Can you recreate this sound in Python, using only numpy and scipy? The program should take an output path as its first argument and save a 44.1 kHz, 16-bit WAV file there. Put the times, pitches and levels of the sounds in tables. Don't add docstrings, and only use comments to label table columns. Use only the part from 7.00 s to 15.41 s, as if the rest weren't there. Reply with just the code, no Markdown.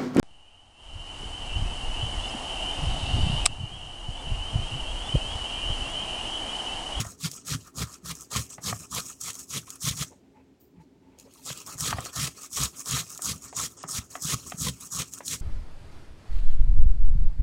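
import sys
import numpy as np
from scipy import signal
from scipy.fft import rfft, irfft, next_fast_len
from scipy.io import wavfile
from scipy.ndimage import uniform_filter1d, map_coordinates

SR = 44100
rng = np.random.default_rng(int(sys.argv[2]) if len(sys.argv) > 2 else 0)


def transcribe(signal):
    frames = np.atleast_2d(signal).T
    limited = np.clip(frames, -1, 1)
    pcm = np.round(limited * 32767).astype(np.int16)
    wavfile.write(sys.argv[1], SR, pcm)


def invert_db(x):
    u = np.asarray(x, float) / 20
    return 10 ** u


N = 370881


# [t/s, level/dB]
LOAD = [(0, 0.5), (.3, -6), (.8, 7.5), (1.1, -8), (1.4, 1), (1.75, 5.5), (2.3, -2), (2.901, -3),
        (4.5, -4.5), (4.9, 4), (5.25, -16.5), (5.6, -1), (6.0, -1), (6.7, 1.5), (7.3, -1), (7.7, 5.5),
        (8.0, 0.5), (8.35, 0.5)]
# [t/s, level/dB]
DRAG = [(0, -15.5), (.35, -3), (.65, 0), (.95, -1), (1.25, -1.5), (1.5, 3), (1.8, -5), (2.1, -3.5),
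        (2.4, -5), (2.7, -5), (4.3, -1.5), (4.7, 5.5), (5.4, 0.5), (5.75, -1.5), (6.1, -3), (6.75, -5),
        (7.45, 0.5), (8.1, -3)]


def grating():
    skid_gain, cut_gain, graze_gain, ring_gain, depth = hand()
    rows, clumps = tooth_rows(135, 0.22), wobble(60)
    load = invert_db(curve(LOAD))

    drive = np.hypot(0.096 * skid_gain, cut_gain + graze_gain)
    drive = uniform_filter1d(drive, size=300, origin=100)

    skid = skid_gain * skidding_skin(clumps)
    cut = invert_db(6.0) * cut_gain * torn_flesh(clumps, rows, depth, load)
    graze = invert_db(5.0 + curve(DRAG)) * graze_gain * brushed_flesh(clumps)
    box = invert_db(3.0) * ring_gain * drive * box_air(clumps, rows)
    rumble = invert_db(-4.5) * load * drive * wood_ringing(grit(2.8))
    return skid + cut + graze + box + rumble


# [f/Hz, level/dB per Hz]
SKID_COLOUR = [(2500, -44), (4200, -27), (4900, -21), (5050, -9), (6600, -5.5), (7900, -7), (11200, -17),
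               (15200, -19.5), (15900, -23)]


def skidding_skin(clumps):
    jerks = 2.8 * np.minimum(wobble(380), 1.6)
    return patchy(filtered(grit(3.6) * invert_db(clumps + jerks), steel(SKID_COLOUR)), depth_db=2.0)


# [f/Hz, level/dB per Hz]
CUT_COLOUR = [(210, -61.5), (350, -4.5), (489, 2.5), (815, -40), (1210, -13.5), (2050, 1.5), (3260, 2),
              (4080, 4.5), (6790, 0), (10600, -4), (15800, -13)]


def torn_flesh(clumps, rows, depth, load):
    tears = grit(3.9) * invert_db(0.91 * clumps + 0.51 * rows + 1.4 * wobble(200))
    cut = patchy(filtered(tears, steel(CUT_COLOUR)), depth_db=2.0)
    cut = thinned(cut, np.clip(depth, 0, 1) ** 1.37)
    bass = filtered(cut, lambda f: 1 / (1 + (f / 750) ** 6))
    return cut + (load - 1) * bass


# [f/Hz, level/dB per Hz]
GRAZE_COLOUR = [(500, -0.5), (1500, -18.5), (2600, 1.5), (3300, -6), (4600, 1), (5300, -4), (6500, -8.5),
                (15800, -17.5)]


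def brushed_flesh(clumps):
    return patchy(filtered(grit(3.5) * invert_db(3.4 * clumps), steel(GRAZE_COLOUR)), depth_db=5.0)


# [f/Hz, width/Hz, level/dB]
BOX_AIR = [(1069, 160, 2), (1237, 77, 9), (1326, 82, 6), (1870, 64, -3.5), (610, 770, -7)]


def box_air(clumps, rows):
    return patchy(filtered(grit(6.5) * invert_db(1.9 * clumps + 4.0 * rows), modes(BOX_AIR)), depth_db=4.5)


# [f/Hz, width/Hz, level/dB of lift]
SHEET = [(3260, 110, 5), (5750, 90, 3), (6700, 130, 6), (7630, 110, 3), (8085, 70, 5), (9450, 90, 3)]


def steel(spectrum):
    def response(f):
        lift_db = sum(db / (1 + ((f - centre) / width) ** 2) for centre, width, db in SHEET)
        return invert_db(along(spectrum, f) + lift_db)
    return response


def tooth_rows(rate_hz, drift):
    return np.cos(2 * np.pi * np.cumsum(rate_hz * np.exp(drift * wobble(25))) / SR)


def thinned(x, depth):
    shallow_hz, deep_hz = 4600, 1690
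    hz, t, z = signal.stft(x, SR, nperseg=256)
    share = np.interp(t, np.arange(N) / SR, depth)
    edge_hz = deep_hz + (shallow_hz - deep_hz) * (1 - share) ** 1.4
    loss = (1 - share ** 2) / (1 + (hz[:, None] / edge_hz) ** 6)
    return signal.istft(z * (1 - loss), SR, nperseg=256)[1][:N]


def patchy(x, depth_db):
    z = signal.stft(x, nperseg=256)[2]
    field = uniform_filter1d(uniform_filter1d(rng.standard_normal(z.shape), 4, 0), 9, 1)
    return unit(signal.istft(z * invert_db(depth_db * unit(field)), nperseg=256)[1][:N])


# [t/s, level/dB]
GRIP = [(0, -6), (.25, -11.5), (.55, -2.5), (.85, -0.5), (1.35, -3.5), (1.7, -4), (2.0, -5.5), (2.3, -8.5),
        (3.0, -7), (4.2, -23), (4.6, -1.5), (4.95, -1.5), (5.3, -4.5), (6.0, -4.5), (6.3, -8), (6.9, -2),
        (7.4, -8.5), (7.65, -10), (7.9, -6.5), (8.35, -10)]


def hand():
    t = control_times()
    down_skid, cut, depth = down_strokes(t)
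    up_skid, up_graze = up_strokes(t)
    catch_skid, snagged = catches(t)
    skid = down_skid + up_skid + catch_skid
    graze = up_graze + snagged
    ring = invert_db(np.interp(t, *np.transpose(GRIP)) + 4.5 * snagged / (cut + graze))
    scrapes = surges(t) * np.sqrt([skid, cut, graze])
    return [full_rate(gain) for gain in (*scrapes, ring, depth)]


# [t/s of full contact, hold/s, skid level/dB, cut level/dB, time to full depth/s]
DOWN_STROKES = [(0, 0.016, -44, -37, 0.0079), (0.216, 0.058, -40.5, -39.5, 0.031),
                (0.472, 0.074, -39, -39.5, 0.032), (0.773, 0.05, -41, -36, 0.055),
                (1.059, 0.054, -42.5, -38, 0.057), (1.331, 0.065, -39, -38.5, 0.024),
                (1.64, 0.059, -40, -36.5, 0.056), (1.917, 0.069, -42.5, -36, 0.07),
                (2.213, 0.093, -37.5, -44, 0.058), (2.505, 0.078, -38.5, -38.5, 0.047),
                (2.823, 0.089, -34.5, -35, 0.057), (2.974, 0.059, -38.5, -37.5, 0.042),
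                (4.456, 0.067, -43, -44.5, 0.043), (4.799, 0.11, -34.5, -36, 0.068),
                (5.145, 0.13, -35.5, -37.5, 0.049), (5.536, 0.12, -30, -37, 0.046),
                (5.871, 0.14, -35.5, -37.5, 0.051), (6.228, 0.089, -32.5, -34.5, 0.081),
                (6.564, 0.1, -33.5, -42, 0.035), (6.893, 0.091, -34, -37, 0.096),
                (7.224, 0.12, -33, -37, 0.076), (7.589, 0.098, -31.5, -32, 0.083),
                (7.926, 0.094, -34, -35.5, 0.08), (8.262, 0.092, -34, -40, 0.065)]


def down_strokes(t):
    s, hold, skid_db, cut_db, depth_s = columns(DOWN_STROKES)
    cut_db = cut_db - 0.5
    pressed = contact(t, s, hold, rise=740, fall=1070)
    shallow_db = np.minimum(0, 147.4 * (t - s - depth_s))
    skid = power(skid_db + pressed + 0.071 * shallow_db)
    cut = power(cut_db + pressed + shallow_db)
    return skid, cut, np.sqrt(cut / power(cut_db + pressed))


# [t/s, length/s, skid level/dB at start, skid level/dB at end]
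UP_STROKES = [(-0, 0.099, -54, -76), (0.265, 0.14, -51, -51), (0.557, 0.1, -49.5, -62),
              (0.818, 0.16, -47, -59), (1.11, 0.11, -60.5, -46), (1.414, 0.052, -40, -50),
              (1.704, 0.15, -42.5, -47.5), (1.984, 0.25, -41.5, -63), (2.317, 0.1, -63, -38),
              (2.576, 0.092, -47.5, -61), (2.911, 0.042, -59.5, -41), (3.01, 0.19, -38, -80),
              (4.528, 0.088, -52.5, -46.5), (4.921, 0.15, -69, -42.5), (5.269, 0.107, -47, -60),
              (5.673, 0.15, -51.5, -59), (6.026, 0.064, -46, -48), (6.343, 0.076, -46, -59),
              (6.66, 0.068, -58, -52.5), (6.987, 0.084, -48.5, -60), (7.329, 0.22, -45, -51.5),
              (7.689, 0.097, -49.5, -55.5), (8.019, 0.078, -54, -51), (8.357, 0.048, -62, -54)]


def up_strokes(t):
    s, length, from_db, to_db = columns(UP_STROKES)
    slide = np.clip((t - s) / length, 0, 1)
    back_db = from_db + (to_db - from_db) * slide + contact(t, s, length, rise=770, fall=520)
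    return power(back_db), power(back_db - 10.5)


# [t/s, length/s, skid level/dB, graze level/dB, sag/dB]
CATCHES = [(0.048, 0.074, -46.5, -50.5, 0.5), (0.317, 0.044, -46.5, -59, -17),
           (0.632, 0.044, -57.5, -64.5, -12), (0.907, 0.038, -53.5, -57, -3),
           (1.219, 0.0036, -43, -58.5, -2), (1.511, 0.036, -42, -62.5, 7.5),
           (2.061, 0.056, -44, -55.5, 0.5), (2.35, 0.022, -49, -59, -1), (2.672, 0.085, -50, -55.5, 5.5),
           (3.608, 0.076, -79.5, -82, 15), (3.807, 0.04, -81.5, -76, 8), (4.197, 0.135, -68, -67, 9),
           (4.326, 0.12, -61, -63, -4.5), (4.673, 0.068, -44, -57.5, 0.5), (4.916, 0.18, -61.5, -52.5, 4.5),
           (5.374, 0.073, -44, -54.5, -5.5), (5.765, 0.042, -43.5, -59, -9.5),
           (6.103, 0.07, -44, -56.5, 10.5), (6.423, 0.074, -47, -57, -1.5), (6.78, 0.055, -49, -61, 6.5),
           (7.105, 0.057, -46, -59, -2), (7.472, 0.052, -44.5, -61.5, 11.5), (7.808, 0.062, -46, -57, 4),
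           (8.128, 0.05, -43, -54.5, 3)]


def catches(t):
    s, length, skid_db, graze_db, sag_db = columns(CATCHES)
    sag = sag_db * (0.5 - np.clip((t - s) / length, 0, 1))
    caught = contact(t, s, length, rise=1000, fall=520) + sag
    return power(skid_db + caught), power(graze_db + caught)


# [t/s, level/dB]
SURGES = [(.133, -4.5), (0.224, -6), (.249, 1.5), (.361, -5), (0.836, 4), (1.103, -3.5), (1.161, 4.5),
          (1.313, 9.5), (1.368, 3.5), (1.517, -5), (1.707, 4), (1.797, 4.5), (1.963, 0.5), (2.001, 6.5),
          (2.059, 2), (2.193, -8.5), (2.421, -7), (2.524, -4), (2.578, -1), (2.682, -5), (2.905, -8),
          (2.933, 8), (3.037, -3), (4.519, 1), (4.587, 0), (4.778, 3), (4.895, -3), (5.062, 4.5),
          (5.148, -8.5), (5.182, 0), (5.267, -4.5), (5.403, -7), (5.549, -9), (5.592, -4.5), (5.633, 3),
          (5.684, 3.5), (5.816, 3), (5.851, 2.5), (5.878, 2.5), (5.973, 1), (6.156, 1.5), (6.254, 2.5),
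          (6.313, -4), (6.456, 6), (6.654, -2.5), (6.889, 2), (7.225, 1), (7.354, -6), (7.506, 3.5),
          (7.595, -3), (7.636, -1), (7.683, -4.5), (7.948, 0.5), (7.977, 0.5), (8.01, -5), (8.156, -2),
          (8.263, 1), (8.298, -3), (8.353, -1.5)]


def surges(t):
    s, db = columns(SURGES)
    return invert_db(np.sum(db * np.exp(-0.5 * ((t - s) / 0.0074) ** 2), axis=0))


def contact(t, start, length, rise, fall):
    return np.minimum(0, np.minimum(rise * (t - start), fall * (start + length - t)))


# [t/s, length/s, level/dB]
FINE_HISS = [(.14, .04, 1), (0.385, 0.055, -10), (0.694, .04, 2.5), (.98, .03, -2.5), (1.4, 0.13, 1),
             (1.51, 0.045, -6.5), (1.842, 0.068, -3.5), (2.42, .06, 0.5), (3.06, .1, -5.5),
             (4.19, 0.074, 2.5), (4.322, 0.11, 5.5), (4.648, 0.058, 3.5), (5.477, 0.024, 1.5),
             (5.701, .07, 2.5), (6.059, 0.04, 1.5), (6.496, 0.055, -13.5), (6.7, .06, 3), (6.788, 0.079, -27),
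             (7.03, .06, -0.5), (7.518, 0.025, -0.5), (7.809, .06, 4.5), (8.042, 0.032, -2.5)]


def vary_fine_hiss(x):
    s, length, db = columns(FINE_HISS)
    presence = invert_db(contact(control_times(), s, length, rise=720, fall=720))
    hiss_db = full_rate(np.sum(db * presence, axis=0))
    finest = filtered(x, lambda f: 1 / (1 + (9300 / (f + 1)) ** 24))
    return x + finest * (invert_db(hiss_db) - 1)


# [t/s, peak level/dB, f/Hz]
RINGS = [(0.2044, -47, 1110), (0.2423, -34, 1420), (0.376, -46, 1310), (1.105, -43, 1110),
         (1.1982, -50, 1270), (1.312, -50, 1280), (1.3512, -26, 1194), (2.241, -40, 1240),
         (2.6763, -38.5, 1080), (5.0622, -32, 1280), (6.8862, -38, 1240), (7.3244, -29, 1217),
         (7.464, -39, 1090), (7.6071, -39, 1290), (7.6658, -28, 1010)]


def rings():
    out, t = np.zeros(N + SR), np.arange(4096) / SR
    for s, db, hz in RINGS:
        ring = invert_db(-60 * t / 0.038) * np.sin(2 * np.pi * hz * t) * (1 - np.exp(-t / 0.0012))
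        slap = rng.standard_normal(len(t)) * invert_db(-60 * t / 0.039)
        add_hit(out, s, db - 4.5, signal.fftconvolve(slap, ring)[:len(t)])
    return out[:N]


# [t/s, peak level/dB, f/Hz]
TICKS = [(0.315, -23.5, 5800), (.5616, -35, 4900), (0.7652, -34, 5200), (0.9418, -30, 5520),
         (1.153, -28, 6770), (1.209, -31, 7300), (1.502, -33, 6040), (1.9489, -16, 6080),
         (2.004, -20, 4300), (2.0843, -29.5, 6800), (2.213, -20.5, 6550), (2.2643, -33, 6900),
         (2.332, -28, 7500), (2.3427, -29, 6230), (2.3536, -25.5, 6420), (2.389, -31, 7860),
         (2.393, -26.5, 7160), (2.6943, -33, 7000), (2.704, -22, 7000), (2.7292, -40, 6850),
         (2.7566, -32.5, 10500), (4.1875, -38, 6700), (4.1985, -34.5, 6850), (4.2101, -45, 6910),
         (4.3378, -39, 8600), (4.35, -45, 4060), (4.529, -22.5, 3380), (4.5753, -28.5, 7600),
         (4.603, -30, 6560), (4.6638, -30, 5400), (4.6736, -27, 6530), (4.7803, -27, 6770),
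         (4.8074, -14.5, 5750), (5.006, -24, 7580), (5.0521, -26, 6460), (5.419, -38, 7820),
         (5.433, -29, 6600), (5.4618, -30.5, 7960), (5.5325, -46, 7000), (5.769, -32, 7620),
         (5.6354, -9, 7200), (5.859, -22, 5390), (5.9109, -9.5, 7000), (6.1171, -40, 7980),
         (6.149, -27, 6660), (6.1767, -23, 7270), (6.2208, -19, 8500), (6.4407, -28, 7340),
         (6.567, -17, 7020), (6.6134, -27, 6980), (6.8307, -28, 5290), (6.8863, -27, 8300),
         (7.4988, -27.5, 5420), (7.809, -30, 10460), (7.872, -34, 5760), (8.137, -20.5, 6900),
         (8.186, -26, 8230), (8.2806, -10, 4200), (8.3046, -26, 6800), (8.4011, -36, 7460)]


def ticks():
    out, t = np.zeros(N + SR), np.arange(1024) / SR
    for s, db, hz in TICKS:
        ping = invert_db(-60 * t / 0.0051) * np.sin(2 * np.pi * hz * t) * (1 - np.exp(-t / 0.0003))
        fading = invert_db(-10.5 - 60 * t / 0.0053) + invert_db(-10.5 - 60 * t / 0.04)
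        snap = filtered(fading * rng.standard_normal(len(t)), modes([(7000, 3050, 0.01)]))
        add_hit(out, s - 0.0003, min(db - 1.0, -17), ping + snap)
    return out[:N]


# [f/Hz, width/Hz, level/dB]
BOARD = [(65, 7.3, 0), (113, 70.4, -2), (186, 65, -2), (274, 39, -12.5)]


def wood_ringing(push):
    return unit(filtered(push, modes(BOARD)))


# [t/s of peak, level/dB, f/Hz, rise/s, fall/s]
JOLTS = [(0.013, -26.5, 113, 0.052, 0.0078), (0.254, -31, 156, .014, 0.0092),
         (0.554, -28.5, 113, 0.0099, 0.0061), (0.838, -34.5, 115.5, 0.049, 0.012),
         (1.118, -42.5, 162.5, 0.065, 0.016), (1.365, -26.5, 116.3, 0.01, 0.017),
         (1.738, -39, 111, 0.056, 0.036), (1.991, -42.5, 127.4, 0.011, 0.012),
         (2.578, -32, 131.4, 0.022, 0.0062), (2.882, -31, 136, 0.015, 0.012),
         (3.017, -34.5, 139.3, 0.031, 0.0097), (3.781, -52, 171, 0.028, 0.031),
         (4.942, -28.5, 101, 0.008, 0.015), (5.189, -32.5, 123.4, 0.018, 0.013),
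         (5.232, -35.5, 139.8, 0.032, 0.037), (5.611, -30, 135.6, 0.011, 0.026),
         (5.94, -28.5, 132.6, 0.015, 0.018), (6.357, -42.5, 101, 0.019, 0.015),
         (6.992, -29.5, 96.5, 0.0046, 0.0068), (7.341, -28, 131, 0.01, 0.016),
         (7.671, -34, 140.6, 0.03, 0.038), (8.001, -31.5, 156, 0.0075, 0.0051),
         (8.355, -49.5, 123.3, 0.017, 0.028)]
# [t/s of peak, level/dB, f/Hz]
TREMORS = [(0.067, -34.5, 97), (0.518, -28, 140.5), (1.044, -46, 160.3), (1.59, -41, 124.4),
           (2.846, -36.5, 126), (2.911, -30.5, 111), (2.942, -44, 128), (4.513, -39, 133),
           (4.758, -41, 130), (4.825, -38, 132.7), (4.991, -30, 120.2), (5.649, -35, 127.4),
           (6.291, -33, 147.5), (6.319, -36, 117), (6.577, -41, 134), (6.671, -43, 123),
           (6.849, -40.5, 158), (7.253, -36, 156.4), (7.545, -40.5, 192), (.275, -42, 130.3),
           (1.404, -33, 119.6), (7.618, -35, 125), (7.696, -39, 132)]


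def board():
    before = 4000
    out, t = np.zeros(N + SR), np.arange(-before, 8000) / SR
    thump = wood_ringing(rng.standard_normal(N + SR))
    tremor_rise_s, tremor_fall_s = 0.0049, 0.007
    shakes = [*JOLTS, *[(*row, tremor_rise_s, tremor_fall_s) for row in TREMORS]]
    for s, db, hz, rise, fall in shakes:
        swell = invert_db(-9 * np.where(t < 0, -t / rise, t / fall) ** 1.45)
        swell += invert_db(-15.5 - 60 * abs(t) / np.where(t < 0, rise, 0.3))
        cycles = np.sin(2 * np.pi * hz * t * (1 - 0.93 * t) + rng.uniform(0, 2 * np.pi))
        at = slice(round(s * SR), round(s * SR) + len(t))
        out[at] += invert_db(db + 2.5) * swell * (cycles + 0.48 * thump[at])
    return out[before:N + before]


# [t/s, peak level/dB, sharpness/dB, hollowness/dB, rattle/dB]
KNOCKS = [(0.051, -37.5, -22, -1, -0.5), (1.582, -35.5, -29, 1, 5.5), (1.727, -23, -36, 3.5, -8.5),
          (4.503, -31.5, -17, 0.8, -15), (4.747, -51.5, -9, -4.5, 14.5), (4.928, -21, -8, 5.5, -9.5),
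          (4.985, -25.5, -12, -0.5, 0), (5.058, -39.5, -15, 2, 11), (6.192, -38, -26, 1.5, 5.7),
          (6.528, -36.5, -19, -4.5, 4.5), (6.838, -29.5, -10, 2.7, 4.5), (7.154, -28.5, -4.5, 3, 5),
          (7.5211, -30.5, 1.5, 1.5, 1.5), (8.206, -32.5, -36, -0.5, 2)]
# [f/Hz, width/Hz, level/dB]
FOOT = [
    (736, 187, 9.5),
    (1190, 200, 4.5),
    (1930, 700, 1.5),
    (3280, 2800, -22),
]


def knocks():
    out, t = np.zeros(N + SR), np.arange(4096) / SR

    def blow(s):
        return np.exp(-0.5 * ((t - s) / 0.00009) ** 2)

    for s, db, sharp_db, hollow_db, rattle_db in KNOCKS:
        chance = rng.standard_normal(3)
        blows = 0.98 * blow(0.00079) + blow(0.00242 + 0.00019 * chance[0])
        blows += 0.55 * blow(0.00504 + 0.00044 * chance[1])
        lifts = (-hollow_db, hollow_db, 2 * chance[2])
        foot = [(hz, width, level + lift) for (hz, width, level), lift in zip(FOOT, lifts)]
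        dull, sharp = filtered(blows, modes(foot)), filtered(blows, twice(FOOT[3:]))
        shaking = rng.standard_normal(len(t)) * invert_db(-60 * t / 0.14)
        rattle = 0.17 * invert_db(rattle_db) * filtered(shaking, modes(foot + [(364, 130, 7.9)]))
        hit = (dull + rattle) / abs(dull).max() + invert_db(sharp_db) * sharp / abs(sharp).max()
        out[round((s - 0.001) * SR):][:len(t)] += invert_db(db + 2.5) * hit
    return out[:N]


# [t/s, peak level/dB, level/dB of low groan over it]
CREAKS = [(3.115, -56.5, 8.5), (3.358, -54.5, -9), (3.394, -57, -4.5), (3.756, -61, -12), (3.797, -55, -13),
          (3.949, -71, -13), (4.029, -63.5, -12), (4.07, -64.5, -10), (4.111, -61, -10), (4.14, -61, -9),
          (4.18, -64, 3.5), (4.26, -56.5, 6), (4.379, -57, -9)]
# [t/s, level/dB, time to fall 60 dB/s]
PEEL = (3.598, -52, .22)


def handling():
    t = control_times()

    def nudges(groaning):
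        swells = [invert_db(db - 5.0 + groaning * low_db) * np.exp(-0.5 * ((t - s - 0.012) / 0.013) ** 2)
                  for s, db, low_db in CREAKS]
        return full_rate(sum(swells))

    slips = grit(1.5)
    creak = unit(filtered(slips, twice([(880, 83, 7.0), (2300, 1100, -3.5)])))
    groan = unit(filtered(slips, twice([(503, 200, 0.01)])))
    peel_s, peel_db, peel_t60_s = PEEL
    since = np.maximum(np.arange(N) / SR - peel_s, 0)
    peel = unit(filtered(grit(1.3), lambda f: 1 / (1 + (12200 / (f + 1)) ** 30)))
    peel = invert_db(peel_db - 60 * since / peel_t60_s) * (1 - np.exp(-since / 0.01)) * peel
    return nudges(0) * creak + nudges(1) * groan + peel


# [f/Hz, time to fall 60 dB/s]
KITCHEN = [
    (200, 0.17),
    (2000, 0.12),
    (10000, 0.15),
]


def kitchen(x):
    hz, t, z = signal.stft(rng.standard_normal(SR // 2), SR, nperseg=256)
    tail = signal.istft(z * invert_db(-60 * t / along(KITCHEN, hz)[:, None]), SR, nperseg=256)[1]
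    return signal.fftconvolve(np.pad(x, (300, 0)), tail / np.linalg.norm(tail))[:N]


# [f/Hz, level/dB per Hz]
ROOM_TONE = [(25, -18), (70, 2), (130, -3), (220, -0.5), (400, -8), (600, -13.5), (900, -17), (1150, -24.5),
             (2200, -25.5), (3800, -29), (7500, -34), (10000, -41.5), (15800, -44)]
# [f/Hz, width/Hz, level/dB]
FRIDGE = [(269.1, 23, 0.5), (350.3, 22, -2.5), (409, 45, -4.5)]


def background():
    tone = unit(filtered(rng.standard_normal(N), lambda f: invert_db(along(ROOM_TONE, f))))
    hum = unit(filtered(rng.standard_normal(N), twice(FRIDGE)))
    whine = unit(filtered(rng.standard_normal(N), twice([(7200, 65, 0)])))
    motor = np.sin(2 * np.pi * np.cumsum(269.3 + 3 * wobble(8)) / SR)
    room = invert_db(-61.3 + 1.2 * wobble(7)) * tone + invert_db(-96) * whine
    return room + invert_db(-62 + 1.2 * wobble(3.3)) * hum + invert_db(-68 + 4 * wobble(14)) * motor


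def unit(x):
    return x / np.sqrt(np.mean(x ** 2) + 1e-20)


def power(db):
    return np.sum(invert_db(2 * np.maximum(db, -140)), axis=0)


def columns(table):
    return np.transpose(table)[..., None]


def control_times():
    return np.arange(0, N + 32, 32) / SR


def full_rate(x):
    return np.interp(np.arange(N) / SR, control_times(), x)


def curve(points):
    return np.interp(np.arange(N) / SR, *np.transpose(points))


def along(points, hz):
    f, value = np.transpose(points)
    return np.interp(np.log(hz + 1), np.log(f + 1), value)


def wobble(rate):
    return map_coordinates(rng.standard_normal(4000), [np.arange(N) * min(rate, 400) / SR])


def grit(spread_db):
    sizes = invert_db(spread_db * np.clip(rng.standard_normal(N), -3, 2.6))
    return unit(rng.standard_normal(N) * sizes)


def filtered(x, response):
    m = next_fast_len(len(x) + SR // 2)
    return irfft(rfft(x, m) * response(np.fft.rfftfreq(m, 1 / SR)), m)[:len(x)]


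def modes(rows):
    def response(f):
        return sum((-1) ** k * invert_db(db) * 1j * f * width / (hz * hz - f * f + 1j * f * width)
                   for k, (hz, width, db) in enumerate(rows))
    return response


def twice(rows):
    return lambda f: modes(rows)(f) ** 2


def add_hit(out, s, db, hit):
    out[round(s * SR):][:len(hit)] += invert_db(db) * hit / abs(hit).max()


def scene():
    scrape, shake = vary_fine_hiss(grating()), board()
    chopped = scrape * np.exp(np.clip(4.7 * shake, -1, 1))
    near = chopped + shake + knocks() + ticks() + handling() + rings()
    return (near + invert_db(-15.0) * kitchen(near) + background())[None]


def low_pass(x):
    return signal.sosfilt(signal.butter(12, 16310, fs=SR, output="sos"), x)


def record(dry):
    mix = filtered(dry[0], lambda f: (f < 15850) / (1 + (30 / (f + 1)) ** 4))[None]
    return low_pass(mix)


dry = scene()
out = record(dry)
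transcribe(out)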